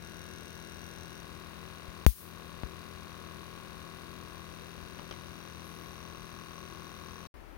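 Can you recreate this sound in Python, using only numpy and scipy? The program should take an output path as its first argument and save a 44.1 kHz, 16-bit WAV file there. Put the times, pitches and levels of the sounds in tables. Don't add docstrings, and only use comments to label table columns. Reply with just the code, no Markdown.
import sys
import numpy as np
from scipy import signal
from scipy.fft import rfft, irfft, next_fast_len
from scipy.io import wavfile
from scipy.ndimage import uniform_filter1d, minimum_filter1d

SR = 44100
rng = np.random.default_rng(int(sys.argv[2]) if len(sys.argv) > 2 else 0)


def persist_wave(psi):
    counts = np.round(np.clip(psi, -1, 1) * 32767).astype(np.int16)
    wavfile.write(sys.argv[1], SR, np.atleast_2d(counts).T)


N = 333881
TIME = np.arange(N) / SR
CLOSE = TIME >= 1.205


def from_db(db):
    return 10 ** (np.asarray(db) / 20)


def rms_one(x):
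    return x / np.sqrt(np.mean(x ** 2) + 1e-20)


def at_hz(points, hz):
    f, value = np.transpose(points)
    return np.interp(np.log(np.maximum(hz, 1)), np.log(f), value)


def in_time(points):
    return np.interp(TIME, *np.transpose(points))


def dying(start, t60):
    return (TIME >= start) * np.exp(-np.log(1000) * np.clip((TIME - start) / t60, 0, 10))


def resonate(x, hz, width_hz):
    r = np.exp(-np.pi * width_hz / SR)
    poles = [1, -2 * r * np.cos(2 * np.pi * hz / SR), r * r]
    return signal.lfilter(np.array([1, 0, -1]) * (1 - r * r) / 2, poles, x + 1e-18)


def low_pass(x, hz, order):
    return signal.lfilter(*signal.butter(order, hz, fs=SR), x)


def pan(lean_db):
    ratio = from_db(np.atleast_1d(lean_db))
    return np.array([ratio, np.ones_like(ratio)]) * np.sqrt(2 / (1 + ratio ** 2))


# f/Hz, left minus right/dB
PORT_LEAN = [(60, 10.5), (200, 20), (400, 20), (700, 11.5), (1300, 11), (2400, 4), (4400, 3), (6000, 5.5),
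             (8500, 12.5), (15000, 7)]

def noise(spectrum, lean=PORT_LEAN):
    size = next_fast_len(N, real=True)
    hz = np.fft.rfftfreq(size, 1 / SR)
    gain = from_db(at_hz(spectrum, hz)) * pan(at_hz(lean, hz)) * np.sqrt(SR / 2)
    return irfft(rfft(rng.standard_normal((2, size))) * gain, size)[:, :N]


# f/Hz, level/dB per Hz
BENCH_AIR = [(20, -100), (40, -77.5), (70, -71.5), (110, -78.5), (250, -82), (420, -81.5), (700, -89.5),
             (1200, -88.5), (2100, -92), (3200, -96.5), (6000, -99.5), (8500, -102), (12500, -104),
             (15500, -104)]

def bench_air():
    return noise(BENCH_AIR)


HUM_LEVELS = [-57, -62, -54, -59, -64, -66.5, -60.5, -59, -75, -68, -69.5, -67.5, -69.5, -77, -71, -75,
              -76.5, -80, -73]
# multiple of the turning rate (rounded when played), rms level/dB afar, close by
WHINE_LEVELS = [(24, -74, -66), (33, -64, -66.5), (35, -71, -74), (36, -67, -67.5), (39, -72, -71.5),
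                (40, -68.5, -72.5), (48, -83, -76.5), (52, -70.5, -77), (58, -77, -67), (66.1, -66, -74.5),
                (68.1, -79, -80), (86.8, -74, -78), (92.2, -69, -75), (94, -81, -82), (98.1, -74, -84)]

def motor_hum(turns):
    harmonics = list(enumerate(HUM_LEVELS, 2))
    for order, far_db, close_db in WHINE_LEVELS:
        harmonics.append((round(order), np.where(CLOSE, close_db, far_db)))
    angle = 2 * np.pi * (turns % 1)
    hum = np.zeros((2, N))
    for order, db in harmonics:
        tone = np.sqrt(2) * np.sin(order * angle + 2 * np.pi * rng.random())
        hum += from_db(db) * pan(at_hz(PORT_LEAN, order * TURNS_PER_S)) * tone
    return hum


# f/Hz, level/dB per Hz
RUB_SPECTRUM = [(150, -110), (450, -100), (700, -92), (1200, -91.5), (1700, -94.5), (2150, -91.5),
                (3000, -95), (5000, -102.5), (7000, -110), (9000, -110), (15000, -115)]

def bearing_rub(turns, dip_db=5.5, softest_place=0.58):
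    sample_in_turn = (turns % 1 * SR / TURNS_PER_S).astype(int)
    dip = np.cos(np.pi * (turns - softest_place)) ** 4
    return noise(RUB_SPECTRUM)[:, sample_in_turn] * from_db(-dip_db * dip)


def knocking(turns, place, hz, width_hz, uneven_db=1.0, jitter_turns=0.00017, skirt_hz=900):
    turn = np.arange(np.ceil(turns[0]), np.floor(turns[-1]))
    strength, late = rng.standard_normal((len(turn), 2)).T
    hits = np.searchsorted(turns, turn + place + jitter_turns * late)
    knocks = np.zeros(N)
    knocks[np.minimum(hits, N - 1)] = from_db(uneven_db * strength)
    ringing = resonate(knocks, hz, width_hz)
    ringing = resonate(ringing, hz, skirt_hz)
    return rms_one(ringing) * pan(at_hz(PORT_LEAN, hz))


# t/s, rms level/dB
HOUSING_CLOSE = [(1.205, -58), (2.5, -57), (3.6, -56), (4.3, -56.5), (4.7, -60.5), (5.5, -58), (6.1, -55),
                 (7.27, -54.5)]

def housing_ring(turns, far_db=-63.5):
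    level_db = np.where(CLOSE, in_time(HOUSING_CLOSE), far_db)
    return from_db(level_db) * knocking(turns, HARDEST_PLACE, hz=1108, width_hz=36, skirt_hz=600)


def in_room(x, wet_db, t60):
    tail = rng.standard_normal((2, SR // 4)) * dying(.002, t60)[:SR // 4]
    tail /= np.sqrt(np.sum(tail ** 2, axis=1, keepdims=True))
    return x + from_db(wet_db) * signal.oaconvolve(x, tail, axes=1)[:, :N]


# place in the turn/0-1, f/Hz, width/Hz, level/dB afar, level/dB close by before the hands
LOOSE_PARTS = [(.81, 1180, 30.3, -69, -61.5), (0.809, 1320, 640, -60.5, -63.5),
               (0.811, 2780, 380, -65.5, -63.5), (.82, 3690, 300, -68.5, -67), (.81, 5886, 172, -66, -65),
               (.124, 1412, 170, -64.5, -64), (0.126, 1609, 50, -67, -73), (0.125, 2770, 300, -71, -81),
               (.19, 6006, 168, -62, -67), (.197, 10110, 120, -73, -74.5), (0.196, 12300, 198, -77, -78),
               (.255, 3880, 385, -65, -64), (.255, 5925, 400, -60.5, -68.5), (.265, 8380, 600, -67, -73),
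               (0.279, 11300, 600, -71.5, -78.5), (.278, 14300, 2300, -75, -80),
               (.29, 1155, 60, -68, -68.5), (0.389, 4650, 450, -72, -69.5), (.55, 9120, 400, -89, -78.5)]
# t/s, loss/dB
HAND_SCREEN = [(4.1, 13), (4.4, 4.5), (5.4, -1), (5.9, -2)]

def rattles(turns, hands_edge_hz=5000):
    hands_db = in_time(HAND_SCREEN)
    rattle = np.zeros((2, N))
    for place, hz, width_hz, far_db, close_db in LOOSE_PARTS:
        with_hardest = np.cos(2 * np.pi * (place - HARDEST_PLACE)) > .5
        loss_db = hands_db if with_hardest and hz > hands_edge_hz else 0
        level_db = np.where(CLOSE, close_db - loss_db, far_db)
        rattle += from_db(level_db) * knocking(turns, place, hz, width_hz)
    return in_room(rattle, wet_db=-11, t60=0.048)


TURNS_PER_S, HARDEST_PLACE = 41.63, .81
# f/Hz, lag of the right port/rad
RIGHT_LAG = [(100, -1.1), (700, -1.5), (1200, .5), (2500, 1.93), (3300, 2.9), (3700, 4), (5200, 6.5),
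             (5800, 8), (7000, 9), (15000, 18)]

def motor(slowing_turns_per_s=0.13, slowest_s=3.55, slowing_width_s=0.38, jolt_s=6.579, jolt_db=3.5):
    slowing = np.exp(-.5 * ((TIME - slowest_s) / slowing_width_s) ** 2)
    turns = np.cumsum(TURNS_PER_S - slowing_turns_per_s * slowing) / SR
    turns += .22 * ~CLOSE
    jolt = from_db(jolt_db * dying(jolt_s, t60=0.073))
    left, right = motor_hum(turns) + bearing_rub(turns) + jolt * (housing_ring(turns) + rattles(turns))
    size = next_fast_len(N)
    lag = at_hz(RIGHT_LAG, np.fft.rfftfreq(size, 1 / SR))
    late_right = irfft(rfft(right, size) * np.exp(-1j * lag), size)[:N]
    return np.array([left, late_right])


def bass_cut(x, hz, q):
    w = 2 * np.pi * hz / SR
    return signal.lfilter(*signal.bilinear([1, 0, 0], [1, w / q, w * w]), x)


# t/s, level/dB, polarity, treble edge f/Hz, time to leak away/s, opposite kick ahead/0-1
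PRESSURE_STEPS = [(1.879, -35, -1, 400, .02, 0.2), (2.0647, 15, 1, 3860, .04, 0.34),
                  (2.6344, -17, -1, 2900, 0.0014, 0)]

def thumps(right_db=-40, kick_s=0.00014):
    pressure = np.zeros(N)
    for start, db, polarity, edge_hz, leak_s, kick in PRESSURE_STEPS:
        step = (TIME >= start) * np.exp(-np.minimum(np.abs(TIME - start) / leak_s, 20))
        step -= kick * ((TIME < start) & (TIME >= start - kick_s))
        pressure += polarity * from_db(db) * low_pass(step, edge_hz, order=2)
    ringing = bass_cut(pressure, hz=56, q=2.1)
    return bass_cut(ringing, hz=45, q=0.99) * from_db([[0], [right_db]])


# f/Hz, width/Hz, left gain/dB, right gain/dB
CRACK_BANDS = [(6750, 830, 2, 20), (9900, 2500, 4, 13), (15100, 2000, 9, 11)]
# f/Hz, relative level/dB per Hz
ECHO_SPECTRUM = [(300, -22), (1200, -18), (2500, -13.5), (4500, -8.5), (7000, -8), (9500, -3.5),
                 (12000, -4), (15500, -1)]
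# f/Hz, left minus right/dB
TAIL_LEAN = [(5000, 1.5), (10000, 6), (14000, 7)]

def spark(start=2.0645, wall_delay_s=0.005):
    click = np.zeros(N)
    click[int(start * SR)] = 1
    crack = sum(from_db([[left_db], [right_db]]) * resonate(click, hz, width_hz)
                for hz, width_hz, left_db, right_db in CRACK_BANDS)
    bench = from_db(-3) * dying(start, t60=0.0074)
    wall = from_db(-12) * dying(start + wall_delay_s, t60=0.0091)
    room = from_db(-15) * dying(start, t60=0.3) + from_db(-43) * dying(start, t60=0.73)
    reflections = (bench + wall) * rms_one(noise(ECHO_SPECTRUM, lean=[(1, 2)]))
    tail = room * rms_one(noise(ECHO_SPECTRUM, TAIL_LEAN))
    return crack + reflections + tail


# t/s, level/dB before dulling, treble edge f/Hz
CONTACTS = [(4.989, -35, 1500), (4.992, -31, 700), (4.995, -34, 650), (5.111, -29, 9000),
            (5.115, -38, 1200), (5.125, -43, 6000)]
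# f/Hz, relative level/dB per Hz
CONTACT_SPECTRUM = [(150, 2), (400, 2), (800, 2), (1150, 5), (1600, -6), (2200, 1), (2600, -1.5), (3020, 5),
                    (3500, -3.5), (4100, -4), (4800, -9), (5700, -4), (8000, -30), (15000, -32)]

def handling_ticks(t60=0.0078, room_db=-18, room_t60=0.15):
    body = rms_one(noise(CONTACT_SPECTRUM))
    ticks = np.zeros((2, N))
    for start, db, edge_hz in CONTACTS:
        envelope = dying(start, t60) + from_db(room_db) * dying(start, room_t60)
        ticks += from_db(db) * envelope * low_pass(body, edge_hz, order=1)
    return ticks


# t/s, length/s, f/Hz before scoop and sag, sag/Hz per s, level/dB unfaded
SQUEAK_GLIDES = [(5.598, 0.2, 11900, 5000, -61), (5.738, 0.21, 13050, 9500, -65)]
# ratio to the pitch, relative level/dB
PARTIALS = [(.92, -7), (1, 0), (1.07, -6), (1.19, -12), (1.28, -14)]

def squeaks(scoop_hz=2600, scoop_s=0.03, waver_hz=80, rough_db=4,
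            attack_s=0.056, fade_db_per_s=35, release_s=0.02):
    waver = waver_hz * rms_one(uniform_filter1d(rng.standard_normal(N), size=300))
    rough = from_db(rough_db * rms_one(uniform_filter1d(rng.standard_normal(N), size=60)))
    out = np.zeros(N)
    for start, length, top_hz, sag_hz_per_s, db in SQUEAK_GLIDES:
        age = np.clip(TIME - start, 0, length)
        pitch_hz = top_hz - scoop_hz * np.exp(-age / scoop_s) - sag_hz_per_s * age + waver
        phase = 2 * np.pi * np.cumsum(pitch_hz) / SR
        tone = sum(from_db(partial_db) * np.sin(ratio * phase) for ratio, partial_db in PARTIALS)
        envelope = np.minimum(age / attack_s, 1) ** 2 * np.minimum((length - age) / release_s, 1)
        out += from_db(db - fade_db_per_s * age) * envelope * rms_one(tone * rough)
    return out * pan(lean_db=6)


# f/Hz, level/dB per Hz
QUIET_AIR = [(20, -96), (50, -62), (100, -84.5), (300, -80), (600, -85.5), (2000, -91.5), (3500, -102),
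             (7000, -108.5), (15500, -110.5)]

def quieter_room():
    return noise(QUIET_AIR)


def scene(dropout_s=7.27, quieter_room_s=7.341):
    bench = bench_air() + motor() + thumps() + spark() + handling_ticks() + squeaks()
    return bench * (TIME < dropout_s) + quieter_room() * (TIME > quieter_room_s)


def limiter(x, ceiling_db=-1.0, hold_s=0.088, release_s=0.084, ahead_s=0.0093):
    ahead, hold = int(ahead_s * SR), int(hold_s * SR)
    needed = np.minimum(1, from_db(ceiling_db) / (np.abs(x).max(axis=0) + 1e-9))
    cut = 1 - minimum_filter1d(np.sqrt(needed), ahead + hold, origin=hold - (ahead + hold) // 2)
    decay = TIME / release_s
    released = np.exp(np.maximum.accumulate(np.log(cut + 1e-12) + decay) - decay)
    stage_gain = 1 - uniform_filter1d(released, ahead // 2)
    return x * stage_gain ** 2


def record(dry, notch_hz=7550, notch_width_hz=1300, notch_depth=0.62, cutoff_hz=15850):
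    coloured = dry - notch_depth * resonate(dry, notch_hz, notch_width_hz)
    top_cut = signal.ellip(10, .1, 80, cutoff_hz, fs=SR, output="sos")
    return signal.sosfilt(top_cut, limiter(coloured))


dry = scene()
out = record(dry)
persist_wave(out)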